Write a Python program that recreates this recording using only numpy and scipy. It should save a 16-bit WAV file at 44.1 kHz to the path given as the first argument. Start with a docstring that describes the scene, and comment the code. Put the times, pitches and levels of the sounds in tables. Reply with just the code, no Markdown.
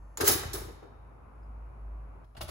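"""A quiet tiled kitchen, a phone's microphones close to a toaster on a stone counter.
The latch clicks and the magnet's faint whine stops. The sprung carriage scrapes up its guides and clacks
against its stop, the wire cage rattles, and the bread drops back and knocks as it settles.
A low hum swells and fades, and the hot metal ticks once as it cools. Near the end comes a soft click
and low bump as the room tone suddenly drops; then a plastic tub is handled on the counter."""
import sys
import numpy as np
from scipy import signal
from scipy.fft import rfft, irfft
from scipy.io import wavfile

SR = 44100
rng = np.random.default_rng(int(sys.argv[2]) if len(sys.argv) > 2 else 0)


def inscribe(sig):
    """Save sig as 16-bit PCM at rate SR to the path in sys.argv[1].

    A 1-D sig is mono; a 2-D sig holds one channel per row.
    Samples are clipped to [-1, 1] before scaling.
    """
    pcm = np.round(np.clip(np.atleast_2d(sig).T, -1, 1) * 32767)
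    wavfile.write(sys.argv[1], SR, pcm.astype(np.int16))


N = 110250
T = np.arange(N) / SR
HZ = np.maximum(np.fft.rfftfreq(2 * N, 1 / SR), 1)


def amp(db):
    return 10 ** (np.asarray(db) / 20)


def curve(at, rows, column=1):
    """Straight lines through a column of a table."""
    rows = np.array(rows, float)
    return np.interp(at, rows[:, 0], rows[:, column])


def by_pitch(hz, rows):
    """Straight lines on a log-frequency axis."""
    rows = np.array(rows, float)
    return np.interp(np.log(hz), np.log(rows[:, 0]), rows[:, 1])


def unit(x):
    """Scale to the energy of one millisecond at full level."""
    return x / np.sqrt(np.sum(x ** 2, axis=-1, keepdims=True) * 1000 / SR)


def tint(x, db):
    """Minimum-phase filter with the given gain at each frequency."""
    cepstrum = irfft(np.log(amp(db)))
    cepstrum[1:N] *= 2
    cepstrum[N + 1:] = 0
    return irfft(rfft(x, 2 * N) * np.exp(rfft(cepstrum)))[..., :N]


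def through(x, response):
    """Pass a sound through a response scaled to unit energy."""
    response = response / np.sqrt(np.mean(np.sum(response ** 2, axis=-1)))
    return signal.fftconvolve(np.atleast_2d(x), np.atleast_2d(response), axes=-1)[:, :N]


def fade(t60):
    """Fall by 60 dB in t60 seconds."""
    return np.exp(-np.log(1000) * np.minimum(T / max(t60, 1 / SR), 10))


def delay(x, start):
    """Start a sound at the given second."""
    gap = int(np.clip(start * SR, 0, N - 1))
    return np.concatenate([np.zeros(x.shape[:-1] + (gap,)), x[..., :N - gap]], axis=-1)


def ring(modes, scatter):
    """Decaying modes; scatter sets how far their phases differ at the two microphones."""
    phases = scatter * np.pi * rng.uniform(-1.2, 1, (len(modes), 2, 1))
    return unit(sum(amp(db) * fade(t60) * np.sin(2 * np.pi * hz * T + phase)
                    for (hz, db, t60), phase in zip(modes, phases)))


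def crack(colour, t60):
    """Countless short modes: a coloured burst, different at each microphone."""
    burst = rng.standard_normal((2, N)) * fade(t60)
    return unit(tint(burst, by_pitch(HZ, colour)))


# The empty kitchen's tone. Each row: frequency in Hz, relative density in dB.
AIR_COLOUR = [(45, -24.5), (70, -10), (85, -11.5), (110, -14.5), (174, -23.5), (250, -25.5), (360, -28.5),
              (517, -28.5), (1070, -28.5), (1400, -34), (1800, -44.5), (2500, -46.5), (3200, -62),
              (4200, -75), (16000, -85)]
# Its loudness. Each row: time in seconds, level in dB.
AIR_LEVELS = [(0, -55.5), (.2, -54.5), (1.2, -52), (2.235, -51.5), (2.26, -60.5), (2.5, -60)]
# The microphones' own hiss. Each row: frequency in Hz, relative density in dB.
HISS_COLOUR = [(2500, -3.5), (4200, -2), (7000, -6), (10500, -1), (16000, -15)]
# The low hum. Each row: time in seconds, level in dB, pitch in Hz.
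HUM_PATH = [(0, -46.5, 49.8), (.08, -46.5, 50.48), (.2, -56.5, 49.77), (.4, -53.5, 51.85),
            (.58, -43, 52.16), (.7, -48.5, 51.96), (.86, -57, 52.2), (1.04, -49.5, 52.6),
            (1.22, -58.5, 52.85), (1.4, -47.5, 53.34), (1.51, -42.5, 53.33), (1.66, -42.5, 53.33),
            (1.75, -50, 53.47), (1.84, -40, 51.3), (1.96, -39, 52.86), (2.15, -47.5, 50.34),
            (2.36, -55, 51.77), (2.5, -55, 51.2)]


def background():
    """Dull room tone, faint microphone hiss and a low hum that swells and fades."""
    low_cut_db = 10 * np.log10(1 + (45 / HZ) ** 4)
    air = tint(rng.standard_normal((2, N)), by_pitch(HZ, AIR_COLOUR) - low_cut_db)
    hiss = tint(rng.standard_normal((2, N)), by_pitch(HZ, HISS_COLOUR))
    hum_phase = 2 * np.pi * np.cumsum(curve(T, HUM_PATH, column=2)) / SR
    hum = np.sqrt(2) * amp(curve(T, HUM_PATH)) * np.sin(hum_phase)
    return air / air.std() * amp(curve(T, AIR_LEVELS)) + hiss / hiss.std() * amp(-83) + hum


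# The magnet's whine. Each row: harmonic number, level in dB.
WHINE_HARMONICS = [(2, -82), (5, -96), (6, -98), (7, -90), (8, -89), (11, -91), (12, -90), (13, -99),
                   (17, -98)]


def magnet(pitch_hz=905):
    """The holding magnet whines faintly until the latch lets go."""
    whine = sum(amp(db) * np.sin(2 * np.pi * k * pitch_hz * T) for k, db in WHINE_HARMONICS)
    return np.sqrt(2) * whine * (T < LATCH_CLICKS[0][0])


# The latch letting go. Each row: start in seconds, level in dB.
LATCH_CLICKS = [(0.173, -27), (0.1772, -30)]
# Its modes. Each row: frequency in Hz, relative level in dB, t60 in seconds.
LATCH_RING = [(861.5, -8.5, 0.14), (1300, -11.5, 0.032), (7040, -3.5, .03), (7040, -1.5, 0.023),
              (7600, -8, 0.023), (10120, -30.5, .025)]
# Sheet metal and wires, heard close. Each row: frequency in Hz, relative density in dB.
METAL_COLOUR = [(150, -21), (350, -3.5), (800, -2), (1400, 5), (2700, -3.5), (4200, 2), (8000, 0),
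                (11000, 3), (16000, -0.5)]


def latch():
    """The catch snaps open with a thin metallic click."""
    click = ring(LATCH_RING, scatter=0.81) + amp(-5.5) * crack(METAL_COLOUR, t60=0.035)
    return sum(amp(db) * delay(click, start) for start, db in LATCH_CLICKS)


def contacts(per_second=4500, spread_db=3):
    """Dense tiny impacts of uneven size; each reaches the two microphones with its own strength."""
    strength = rng.choice([-1, 1], (2, N)) * amp(spread_db * rng.standard_normal((2, N)))
    impacts = (rng.random(N) < per_second / SR) * strength
    return impacts / impacts.std()


def chatter(start, db, tilt_db, rise, t60):
    """One blow breaks up into a dying shower of contacts, its spectrum tilted above 500 Hz."""
    shower = contacts() * np.minimum(T / max(rise, 1 / SR), 1) * fade(t60)
    tilted = tint(shower, tilt_db * np.log2(np.maximum(HZ, 500)))
    return amp(db) * delay(unit(tilted), start)


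# The wire cage's modes. Each row: frequency in Hz, relative level in dB, t60 in seconds.
CAGE_RING = [(852.3, -10.5, 0.17), (1250, 2.5, .24), (1333, -3, 0.1974), (1360, -6.5, 0.1),
             (3598, -10.5, .2), (3897, -6.5, 0.2), (4436, 1, .25), (4986, -2, .2), (5281, -8.5, 0.21),
             (9910, -6.5, 0.2), (10187, -3, 0.2), (10640, 0.5, .24), (10790, -1.5, .18), (11700, 0, 0.2195),
             (12525, -2.5, .16), (15310, -2, .18)]


def cage(spread_db=1):
    """The wire cage rings in a slightly different mix of its modes at every blow."""
    offsets_db = spread_db * rng.standard_normal(len(CAGE_RING))
    modes = [(hz, db + offset, t60) for (hz, db, t60), offset in zip(CAGE_RING, offsets_db)]
    return amp(-16) * ring(modes, scatter=1.0)


# Blows on the carriage and its cage. Each row: start in seconds, level in dB,
# brightness in dB per octave, rise in seconds, t60 of the chatter in seconds.
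CARRIAGE_BLOWS = [(0.1743, -30.5, -2, 0.0024, 0.2), (0.1996, -23, -6.5, 0.00089, 0.034),
                  (.2045, -21.5, -8.5, 0.0008, 0.1), (0.2066, -14, -2, 0.00028, 0.083),
                  (.2245, -24.5, -7.5, 0.0015, 0.037), (0.2746, -5, 1.7, 0.0028, 0.044),
                  (0.2832, -6.5, 1.7, 0.0034, 0.22), (.299, -15, -7.5, .002, 0.084),
                  (0.3076, -9, 4.5, 0.0017, 0.22), (.332, -19.5, -0.5, 0.0006, 0.028),
                  (0.4299, -25, -9, 0.0011, 0.078), (0.53, -20.5, 3, 0.0018, 0.072),
                  (.543, -22.5, -0.5, 0.0023, 0.18), (0.579, -29.5, -0.5, 0.0016, 0.37),
                  (.765, -50, -11.5, 0.0033, 0.1), (0.824, -40, -9, 0.0029, 0.16)]
# The carriage scraping up its guides. Each row: time in seconds, level in dB.
SCRAPE_LEVELS = [(.205, -62), (.236, -38), (.246, -30.5), (.262, -30), (.275, -18), (.285, -60)]


def carriage():
    """Scraping and blows ring the wire cage and, each at its own spot, the sheet metal."""
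    sliding = (T > SCRAPE_LEVELS[0][0]) & (T < SCRAPE_LEVELS[-1][0])
    scrape = contacts() * amp(curve(T, SCRAPE_LEVELS)) * sliding
    forces = [scrape] + [chatter(*blow) for blow in CARRIAGE_BLOWS]
    return sum(through(force, crack(METAL_COLOUR, t60=0.044) + cage()) for force in forces)


def struck(modes, tilt_db):
    """The spot of a knock favours the high or the low modes."""
    return [(hz, db + tilt_db * np.log2(hz / modes[0][0]), t60) for hz, db, t60 in modes]


# Knocks on the case. Each row: start in seconds, level in dB, brightness in dB per octave.
CASE_KNOCKS = [(.184, -30, 11.5), (0.2023, -17, -11), (0.2231, -21, -4), (0.2318, -12.5, 3),
               (0.2825, -12.5, 8.5), (.2905, -17.5, 0), (.326, -23.5, -4), (.351, -22, -3), (.435, -31, 30),
               (.540, -23.5, 7), (0.576, -28.5, -3), (.612, -32, -8), (.642, -34, -2), (.682, -31.5, -10),
               (.698, -38.5, -4), (.823, -34.5, 2), (0.839, -36.5, -7), (.854, -43.5, -5)]
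# The case's modes. Each row: frequency in Hz, relative level in dB, t60 in seconds.
CASE_RING = [(256.5, -14, 0.29), (329, -1, 0.11), (383, -0.5, .075), (404.6, 0.5, 0.25),
             (435.6, -3.5, 0.12), (474.5, -4, .11), (555.3, -11, 0.22)]
# The noisy part of a knock. Each row: frequency in Hz, relative density in dB.
CASE_COLOUR = [(120, -33), (250, -8), (380, 6.5), (520, -7.5), (800, -5), (1500, -19), (4000, -47)]


def case(rise_s=0.018):
    """Carriage and bread knock on the hollow case, each time at another spot."""
    out = 0
    for start, db, tilt_db in CASE_KNOCKS:
        tone = ring(struck(CASE_RING, tilt_db), scatter=0.48)
        noise = amp(-3.5) * crack(CASE_COLOUR, t60=0.12)
        knock = unit((tone + noise) * (1 - fade(rise_s)))
        out = out + amp(db) * delay(knock, start)
    return out


# The toaster's feet on the stone. Each row: start in seconds, level in dB.
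FOOT_THUMPS = [(.2105, -27.5), (0.233, -22.5), (0.29, -26), (0.311, -25), (0.352, -23.5), (0.398, -34.5),
               (0.411, -33), (0.4549, -23.5), (0.48, -30), (0.544, -33.5), (.555, -31), (0.567, -33.5),
               (0.608, -29), (0.632, -34), (0.669, -32)]
# Its modes on the counter. Each row: frequency in Hz, relative level in dB, t60 in seconds.
FOOT_RING = [(83, 8, 0.078), (116.4, 6, 0.058), (165, -14.5, .09)]


def feet(rise_s=0.037):
    """The toaster rocks and thumps softly on the counter."""
    low_cut = signal.butter(2, 40, "high", fs=SR, output="sos")
    rocking = -ring(FOOT_RING, scatter=0) * (1 - fade(rise_s))
    thump = unit(signal.sosfilt(low_cut, rocking))
    return sum(amp(db) * delay(thump, start) for start, db in FOOT_THUMPS)


# The spring's modes. Each row: frequency in Hz, relative level in dB, t60 in seconds.
SPRING_RING = [(3030, 0, .95), (3715, -2, 1.15), (3745, -4, 1.15)]


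def spring():
    """The carriage's hardest blow leaves a long, faint ring in the spring."""
    hardest = max(CARRIAGE_BLOWS, key=lambda blow: blow[1])
    return amp(-30.5) * delay(ring(SPRING_RING, scatter=0.41), start=hardest[0])


# The hot metal's one mode. The row: frequency in Hz, relative level in dB, t60 in seconds.
COOLING_RING = [(5000, 0, .07)]


def cooling():
    """The hot metal gives one tiny tick as it cools."""
    return amp(-70) * delay(ring(COOLING_RING, scatter=0.26), start=1.431)


# First a soft click and low bump as the room tone suddenly drops; from the second row on, the tub.
# Each row: start in seconds; the crackle's level in dB, brightness in dB per octave, rise and t60
# in seconds; the knock's level in dB and brightness in dB per octave; the bump's level in dB.
CLICK_THEN_TUB = [(2.2427, -56.5, -1, 0.00074, 0.05, -60.5, -2.5, -39),
                  (2.35, -51, -4.5, .001, 0.06, -51.5, 8.5, -49),
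                  (2.367, -39, -1.5, 0.0012, 0.084, -43, 11, -49.5),
                  (2.377, -48, -1.5, 0.0016, 0.13, -60, 6, -35.5),
                  (2.393, -59, -4, .002, .03, -62, 0, -30.5),
                  (2.4072, -36.5, -2, 0.0019, 0.014, -50, 3, -42),
                  (2.4116, -22.5, 1.5, 0.001, 0.055, -29.5, 8, -43),
                  (2.423, -26.5, 4.5, 0.0018, 0.086, -35, 5.5, -29.5),
                  (2.439, -35, 7, 0.0015, 0.12, -42, -7, -27), (2.453, -48, 5, .002, .04, -55, -2, -30.5),
                  (2.478, -32, 2.5, 0.0056, 0.067, -48, 4, -48),
                  (2.4883, -30, 1, .002, 0.092, -30, -16, -36.5)]
# Crackling plastic. Each row: frequency in Hz, relative density in dB.
PLASTIC_COLOUR = [(120, -1), (350, -1), (480, -2.5), (620, 5.5), (900, 4.5), (1300, -1), (2300, -5.5),
                  (3000, -5.5), (3700, -4.5), (5000, -8), (6000, -15.5), (10500, -10), (13000, -16.5),
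                  (16000, -20)]
# The hollow tub's modes. Each row: frequency in Hz, relative level in dB, t60 in seconds.
TUB_RING = [(335, -0.5, 0.13), (400, -3.5, 0.11), (586, 2, 0.1), (630, 3.5, 0.088), (904, -12, 0.091),
            (1152, -11.5, .09), (1320, -6, .06), (2825, -17, 0.046), (3526, -28, 0.077)]
# The low bump's modes. Each row: frequency in Hz, relative level in dB, t60 in seconds.
BUMP_RING = [(87, 12, 0.08), (134, -9, 0.057)]


def click_and_tub():
    """A soft click and bump; then stiff plastic crackles, knocks hollow and bumps on the counter."""
    bump = ring(BUMP_RING, scatter=0)
    out = 0
    for start, db, tilt_db, rise, t60, knock_db, knock_tilt_db, bump_db in CLICK_THEN_TUB:
        force = chatter(start, db, tilt_db, rise, t60)
        crackle = through(force, crack(PLASTIC_COLOUR, t60=0.024))
        hollow = ring(struck(TUB_RING, knock_tilt_db), scatter=0.49)
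        out = out + crackle + delay(amp(knock_db) * hollow + amp(bump_db) * bump, start)
    return out


# The tiled room's decay. Each row: frequency in Hz, t60 in seconds.
KITCHEN_DECAY = [(100, .7), (400, .75), (1500, .9), (4000, .68), (8000, .46), (16000, .38)]
# Reflections at this close range. Each row: frequency in Hz, level in dB against the direct sound.
KITCHEN_LEVELS = [(100, -2.5), (400, -12), (1500, -2.5), (4000, -7.5), (8000, -8.5), (16000, -28)]


def kitchen(direct, build_s=0.01):
    """Reflections from tiles and counter follow the direct sound; the treble dies first."""
    noise = rfft(rng.standard_normal((2, N)), 2 * N)
    octaves = np.arange(7, 15)  # bands centred on 128 Hz to 16 kHz
    position = np.clip(np.log2(HZ), octaves[0], octaves[-1])
    tail = 0
    for octave in octaves:
        centre_hz = 2. ** octave
        band = irfft(noise * np.maximum(1 - abs(position - octave), 0))[:, :N]
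        envelope = fade(by_pitch(centre_hz, KITCHEN_DECAY)) * (1 - np.exp(-T / build_s))
        envelope /= np.sqrt(np.sum(envelope ** 2))
        tail = tail + band * envelope * amp(by_pitch(centre_hz, KITCHEN_LEVELS))
    return direct + signal.fftconvolve(direct, tail, axes=-1)[:, :N]


def scene():
    """The close sounds ring out into the kitchen, over its background and the magnet's whine."""
    direct = latch() + carriage() + case() + feet() + spring() + cooling() + click_and_tub()
    return background() + magnet() + kitchen(direct)


# The balance of the phone's microphones. Each row: frequency in Hz, left minus right in dB.
MIC_BALANCE = [(50, -0.2), (150, 2), (380, 1), (700, 2), (1400, 2), (3500, -1.05), (16000, 0)]


def record(dry, alike_below_hz=300, shared_above_hz=6800, in_phase_hz=6150, lag_s=0.000208):
    """Both microphones hear the same bass; the treble is one signal, later on the left; the top is cut."""
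    left, right = rfft(dry, 2 * N)
    mid = (left + right) / 2
    side = (left - right) / 2 * HZ / np.hypot(HZ, alike_below_hz)
    left, right = mid + side, mid - side
    shared = 1 / (1 + (shared_above_hz / np.maximum(HZ, 100)) ** 20)
    lagged_right = right * np.exp(-2j * np.pi * (HZ - in_phase_hz) * lag_s)
    left = np.sqrt(1 - shared) * left + np.sqrt(shared) * lagged_right
    lean = amp(by_pitch(HZ, MIC_BALANCE) / 2)
    stereo = irfft(np.array([left * lean, right / lean]))[:, :N]
    high_cut = signal.ellip(10, 0.2, 80, 15750, fs=SR, output="sos")
    return signal.sosfilt(high_cut, stereo)


dry = scene()
out = record(dry)
inscribe(out)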